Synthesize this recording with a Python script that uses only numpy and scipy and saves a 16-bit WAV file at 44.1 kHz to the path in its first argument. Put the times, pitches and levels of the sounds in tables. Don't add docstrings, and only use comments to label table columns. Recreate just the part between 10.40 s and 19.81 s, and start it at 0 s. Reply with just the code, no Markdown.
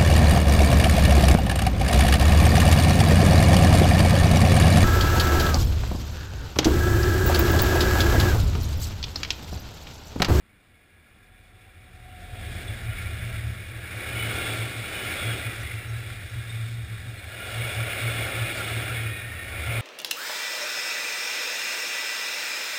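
import sys
import numpy as np
from scipy import signal
from scipy.fft import rfft, irfft, next_fast_len
from scipy.io import wavfile

SR = 44100
rng = np.random.default_rng(int(sys.argv[2]) if len(sys.argv) > 2 else 0)


def wav_out(sig):
    wavfile.write(sys.argv[1], SR, np.round(np.clip(np.atleast_2d(sig).T, -1, 1) * 32767).astype(np.int16))


N = 414981
TIME = np.arange(N) / SR
FFT_SIZE = next_fast_len(N)
FREQS = np.maximum(np.arange(FFT_SIZE // 2 + 1) * SR / FFT_SIZE, 1)

SPEED_M_S, SOUND_M_S = 22.9, 343
SLEEPER_HZ = 38.1
LOCO_PASSES_S, LOCO_DISTANCE_M = 2.3, 11
AIR_REACH_M, GROUND_REACH_M = 6.2, 7.44


def undb(db):
    return 10 ** (np.asarray(db) / 20)


def curves(table):
    times_s, *columns = np.transpose(table)
    return [np.interp(TIME, times_s, column) for column in columns]


def noise(gain):
    spectrum = gain * rfft(rng.standard_normal(FFT_SIZE))
    x = irfft(spectrum, FFT_SIZE)[:N]
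    return x / np.std(x)


def coloured(points):
    hz, db = np.transpose(points)
    levels_db = np.interp(np.log(FREQS), np.log(hz), db, left=-90, right=-90)
    return noise(undb(levels_db))


def resonance(hz, width_hz):
    return noise(1 / (1 + (2 * (FREQS - hz) / width_hz) ** 2))


def walk(rate_hz):
    size = N // 50
    fluctuation_hz = np.arange(size // 2 + 1) * SR / N
    lowpass = np.exp(-(fluctuation_hz / rate_hz) ** 2 / 2)
    x = irfft(lowpass * rfft(rng.standard_normal(size)), size)
    return np.interp(TIME, np.linspace(0, N / SR, size), x / np.std(x))


def turn(hz):
    return 2 * np.pi * np.cumsum(hz) / SR


# [dB, relative]
HUSH_SPECTRUM = [(15, 0), (50, 1), (120, -5.5), (220, -1.5), (330, -10), (600, -26), (1100, -13),
                 (2500, -24), (5500, -30)]


def outdoor_hush():
    return coloured(HUSH_SPECTRUM) * undb(-63 + walk(2.5))


# start_s [s], pitch_hz [Hz], level_db [dB]
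CLINK_EVENTS = [(2.275, 3440, -36), (4.782, 3420, -28), (5.198, 5680, -43), (5.482, 5560, -45),
                (5.893, 5500, -47), (6.092, 3650, -37), (6.598, 4900, -51), (6.676, 3720, -43),
                (8.162, 4680, -39)]


def clinks(t60=.15, rise_s=.004, split_hz=45):
    out, t = np.zeros(N), TIME[:SR // 4]
    envelope = (1 - np.exp(-t / rise_s)) * np.exp(-np.log(1000) * t / t60)
    chances = rng.standard_normal((len(CLINK_EVENTS), 2))
    for (start_s, pitch_hz, level_db), (split, phase) in zip(CLINK_EVENTS, chances):
        mode = np.sin(2 * np.pi * pitch_hz * t)
        partner = 0.27 * np.sin(2 * np.pi * (pitch_hz + split_hz * split) * t + phase)
        clink = undb(level_db) * envelope * (mode + partner)
        start = int(start_s * SR)
        out[start:start + len(t)] += clink[:N - start]
    return out


# middle_s [s], pitch_hz [Hz], level_db [dB rms], half_length_s [s]
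SINGING_EVENTS = [(0.703, 1670, -68, 0.29), (0.91, 2360, -72, 0.47), (1.097, 3510, -75, 0.53),
                  (2.08, 3170, -59, .13), (2.597, 1410, -47, 0.072), (3.357, 1664, -49.5, 0.062),
                  (3.665, 1690, -43.5, 0.049), (3.802, 2965, -42, 0.092), (4.034, 2170, -39, 0.046),
                  (4.606, 2975, -42.5, 0.085), (4.855, 3325, -45, .1), (5.2, 1946, -45, 0.14),
                  (5.3, 2060, -42, 0.05), (5.325, 2710, -50, .11), (5.52, 3950, -58, .12),
                  (6.256, 3670, -56.5, 0.15), (6.824, 4160, -58, 0.063), (6.934, 1665, -48, 0.066),
                  (7.047, 1400, -45, 0.073), (7.129, 2856, -46, 0.15), (7.247, 2216, -40.5, 0.096),
                  (8.704, 2474, -44, 0.12), (8.8, 3840, -55, .22), (8.829, 1845, -43, 0.25)]


def singing_wheels(width_hz=32, doppler=.006):
    out, in_phase, quadrature = 0, walk(width_hz), walk(width_hz)
    for middle_s, pitch_hz, level_db, half_length_s in SINGING_EVENTS:
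        place = (TIME - middle_s) / half_length_s
        phase = turn(pitch_hz * (1 - doppler * np.tanh(place)))
        tone = in_phase * np.sin(phase) + quadrature * np.cos(phase)
        out = out + undb(level_db) * np.exp(-place ** 2 / 2) * tone
    return out


# time_s [s], level_db [dB rms before its flicker], unsteadiness [0-1]
DRIVE_WHINE = [(0, -85, .6), (.9, -72.5, 0.65), (1.55, -66.5, 0.7), (1.72, -53.5, 0.34), (2.2, -54.5, 1),
               (2.5, -60, .95), (2.88, -55.5, 0.6), (3.2, -73, .77), (3.6, -92, .8)]
# time_s [s], level_db [dB rms]
AXLE_THROB = [(.7, -71), (.95, -56), (1.35, -63), (1.85, -47), (2.15, -52), (2.9, -47), (3.4, -64),
              (4, -90)]
WHINE_HZ = 694


def locomotive():
    along_m = SPEED_M_S * (TIME - LOCO_PASSES_S)
    receding = along_m / np.hypot(along_m, LOCO_DISTANCE_M)
    doppler = 1 / (1 + SPEED_M_S / SOUND_M_S * receding)
    level_db, unsteady = curves(DRIVE_WHINE)
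    whine = np.sin(turn(WHINE_HZ * doppler) + 1.76 * unsteady * walk(21))
    whine = whine * undb(level_db + 5.0 * unsteady * walk(19))
    throb = np.sin(turn(SLEEPER_HZ * doppler) + .3 * walk(3)) * undb(curves(AXLE_THROB)[0])
    return np.sqrt(2) * (whine + throb)


# wheel_ring_db [dB],
# tread_hiss_db [dB], track_roar_db [dB], ground_rumble_db [dB]
BOGIE_PASSES = [(2.2, -42.5, -48.5, -47.5, -37), (2.63, -41, -50.5, -50.5, -36.5),
                (2.94, -42, -49.5, -52.5, -36), (3.76, -36.5, -46.5, -44, -42.5),
                (4.03, -32.5, -38.5, -37.5, -39), (4.6, -37.0, -45, -43, -51),
                (4.84, -33, -40.5, -39, -42.0), (5.28, -41, -49.5, -53, -42),
                (5.68, -44, -50.5, -52, -44.5), (6.12, -43.5, -49.5, -53.5, -43),
                (6.58, -48.5, -54, -60, -41.5), (7.26, -36, -42.5, -41, -42),
                (7.56, -33.5, -43.5, -43, -45), (7.82, -33.0, -41, -38.5, -44),
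                (8.22, -33, -40.5, -39, -44), (8.49, -35.5, -44.5, -43, -43.5),
                (8.87, -43, -54, -67, -43.5), (9.44, -31.5, -41, -38, -37)]


def passing(level_db, reach_m):
    coarse_time = TIME[::100]
    abreast_s = np.transpose(BOGIE_PASSES)[0][:, None]
    along_m = SPEED_M_S * (coarse_time - abreast_s)
    each = undb(level_db)[:, None] / (1 + (along_m / reach_m) ** 2)
    return np.interp(TIME, coarse_time, np.sqrt(np.sum(each ** 2, axis=0)))


# [dB, relative]
RUMBLE_SPECTRUM = [(48, -28), (60, -10), (74, 3), (86, -1), (101, 0.5), (114, -4), (126, -16), (135, -17),
                   (158, -26), (176, -9), (200, -24), (240, -19.5), (330, -33)]
# [dB, relative]
SHUDDER_SPECTRUM = [(8, -22), (18, -18), (25, -4), (32, -7), (41, 2), (52, -3), (64, -21), (90, -35)]
SHUDDER_DB, HEAVY_DB = -43.5, -35
SHUDDER_GROWTH = 1.4


def ground(sleeper_phase):
    load = passing(np.transpose(BOGIE_PASSES)[4], GROUND_REACH_M)
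    double_rate = np.sin(2 * sleeper_phase + walk(2.1))
    rumble = undb(0.5) * coloured(RUMBLE_SPECTRUM) + undb(-9.0) * double_rate
    sleeper_rate = np.sin(sleeper_phase + .8 * walk(2.4))
    shudder = undb(-1) * coloured(SHUDDER_SPECTRUM) + undb(-14) * sleeper_rate
    shudder_gain = undb(SHUDDER_DB) * (load / undb(HEAVY_DB)) ** SHUDDER_GROWTH
    return rumble * load + shudder * shudder_gain


# middle_s [s], level_db [dB, before the trims], half_length_s [s]
DRUM_SWELLS = [(2.133, -32.5, 0.017), (2.493, -35, 0.018), (2.86, -32, 0.041), (3.05, -29.5, .07),
               (3.364, -37, 0.038), (3.832, -31, 0.084), (3.985, -36, .025), (4.12, -33, 0.031),
               (4.23, -29.5, 0.041), (4.398, -34.5, .025), (4.676, -38, 0.032), (4.90, -27.5, .04),
               (5.077, -28.5, .025), (5.193, -36, .035), (5.367, -32, 0.033), (5.545, -28.5, 0.059),
               (5.705, -32.5, .03), (5.987, -31, 0.028), (6.2, -30, 0.12), (6.383, -31, 0.049),
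               (6.526, -33.5, 0.031), (6.688, -31.5, 0.022), (7.196, -30.5, 0.068), (7.424, -27.5, .035),
               (7.67, -26, .035), (7.79, -29, 0.05), (8.013, -26.5, 0.039), (8.364, -30, 0.082),
               (8.53, -31, 0.039), (8.656, -28, 0.052), (9.304, -29, .025), (9.40, -27, 0.046)]
BED_DB = -46


def drumming(sleeper_phase):
    harmonic = np.sin(3 * sleeper_phase + .55 * walk(4))
    drone = resonance(108, 16)
    swell_power = 0
    for middle_s, level_db, half_length_s in DRUM_SWELLS:
        place = (TIME - middle_s) / half_length_s
        swell_power = swell_power + undb(level_db) ** 2 * np.exp(-place ** 2)
    swell = np.sqrt(swell_power)
    ahead_m = SPEED_M_S * np.minimum(TIME - LOCO_PASSES_S, 0)
    bed = undb(BED_DB) / (1 + (ahead_m / GROUND_REACH_M) ** 2)
    harmonic_gain = undb(2.0) * np.hypot(swell, bed * undb(-3 + 5 * walk(7.7)))
    drone_gain = np.hypot(undb(-15.5) * swell, bed)
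    return harmonic * harmonic_gain + drone * drone_gain


def approach_db():
    return 3.5 * np.minimum(TIME - LOCO_PASSES_S, 0)


def ring(modes, rough, waver_db, strand_db, strand_hz):
    out, power, drift = 0, 0, walk(2)
    for hz, width_hz, smooth_db, rough_db in modes:
        level_db = smooth_db + rough * (rough_db - smooth_db)
        gain = undb(level_db) * np.sqrt(width_hz)
        waver = walk(8.7)
        strand = np.sin(turn(hz * (1 + .012 * drift))) * walk(strand_hz)
        strand *= undb(strand_db + 2.7 * waver)
        strand *= min(1, np.sqrt(200 / width_hz))
        out = out + gain * (undb(waver_db * waver) * resonance(hz, width_hz) + strand)
        power = power + gain ** 2
    return out / np.sqrt(power)


# [dB per Hz, relative]
RING_RESONANCES = [(1120, 102, -6.5, -6.5), (1393, 247, 1, 2.5), (1662, 310, 2, 0.5), (1820, 90, 1, -1.5),
                   (1970, 126, 2, -6.5), (2217, 385, 4.5, 5.5), (2434, 150, 3, 3.5),
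                   (2740, 167, -2.5, -0.5), (2906, 365, -5, -2.5)]
# [dB per Hz, relative]
HISS_RESONANCES = [(3404, 300, -3.5, -4), (3720, 420, -6, -8), (4246, 150, -14, -14),
                   (4880, 3700, -15.5, -18.5), (5460, 1150, -21, -22.5)]
# [dB per Hz, relative]
TRACK_SPECTRUM = [(140, 2.5), (200, -4), (245, -1), (285, -1), (335, 3), (450, -0.5), (620, -1.5),
                  (760, -2.5), (860, -7.5), (1000, -16.5), (1200, -18)]
# time_s [s], share of the track's sound power [0-1]
RAIL_BOUNCE = [(0, 0.09), (6.6, 0.01), (7.1, 0.71), (8.8, 0), (9.41, 0.7)]
RAIL_WHEEL_DB, RAIL_HISS_DB, RAIL_TRACK_DB = -56, -66, -61.5
SMOOTH_DB, ROUGH_DB = -42, -33


def rolling(sleeper_phase):
    _, wheel_db, hiss_db, track_db, _ = np.transpose(BOGIE_PASSES)
    rail_rise_db = approach_db()

    def heard(near_db, rail_db):
        return np.hypot(passing(near_db, AIR_REACH_M), undb(rail_db + rail_rise_db))

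    wheel_gain = heard(wheel_db, RAIL_WHEEL_DB)
    wheel_level_db = 20 * np.log10(wheel_gain)
    rough = np.clip((wheel_level_db - SMOOTH_DB) / (ROUGH_DB - SMOOTH_DB), 0, 1)
    wheels = ring(RING_RESONANCES, rough, waver_db=0.8, strand_db=-6, strand_hz=17.5)
    wheels = wheels * wheel_gain * undb(-0.72)
    hiss = ring(HISS_RESONANCES, rough, waver_db=0.93, strand_db=-8, strand_hz=22)
    hiss = hiss * heard(hiss_db, RAIL_HISS_DB) * undb(0.64)
    bounce = np.clip(curves(RAIL_BOUNCE)[0], 0, 1)
    track = np.sqrt(1 - bounce) * coloured(TRACK_SPECTRUM) + np.sqrt(bounce) * resonance(604, 320)
    track = track * heard(track_db, RAIL_TRACK_DB) * undb(-0.4)
    flutter_db = 0.32 * np.sin(2 * sleeper_phase + walk(4.6)) + 0.5 * walk(45)
    return (wheels + hiss) * undb(flutter_db) + track


def scene():
    sleeper_phase = 2 * np.pi * SLEEPER_HZ * TIME
    background = outdoor_hush() + clinks() + singing_wheels() + locomotive()
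    train = ground(sleeper_phase) + drumming(sleeper_phase) + rolling(sleeper_phase)
    return (background + train)[None]


HOLD_HZ, TOP_HZ = 12000, 15300


def record(dry):
    guard = signal.firwin(147 * 26 + 1, .483 * HOLD_HZ, fs=40 * SR)
    slow = signal.resample_poly(dry, HOLD_HZ, SR, axis=1, window=guard)
    steps = np.repeat(slow, 4, axis=1)
    held = signal.resample_poly(steps, SR, 4 * HOLD_HZ, axis=1)
    top_cut = signal.firwin(801, TOP_HZ, fs=SR)[None]
    return signal.fftconvolve(held, top_cut, "same", axes=1)


dry = scene()
out = record(dry)
wav_out(out)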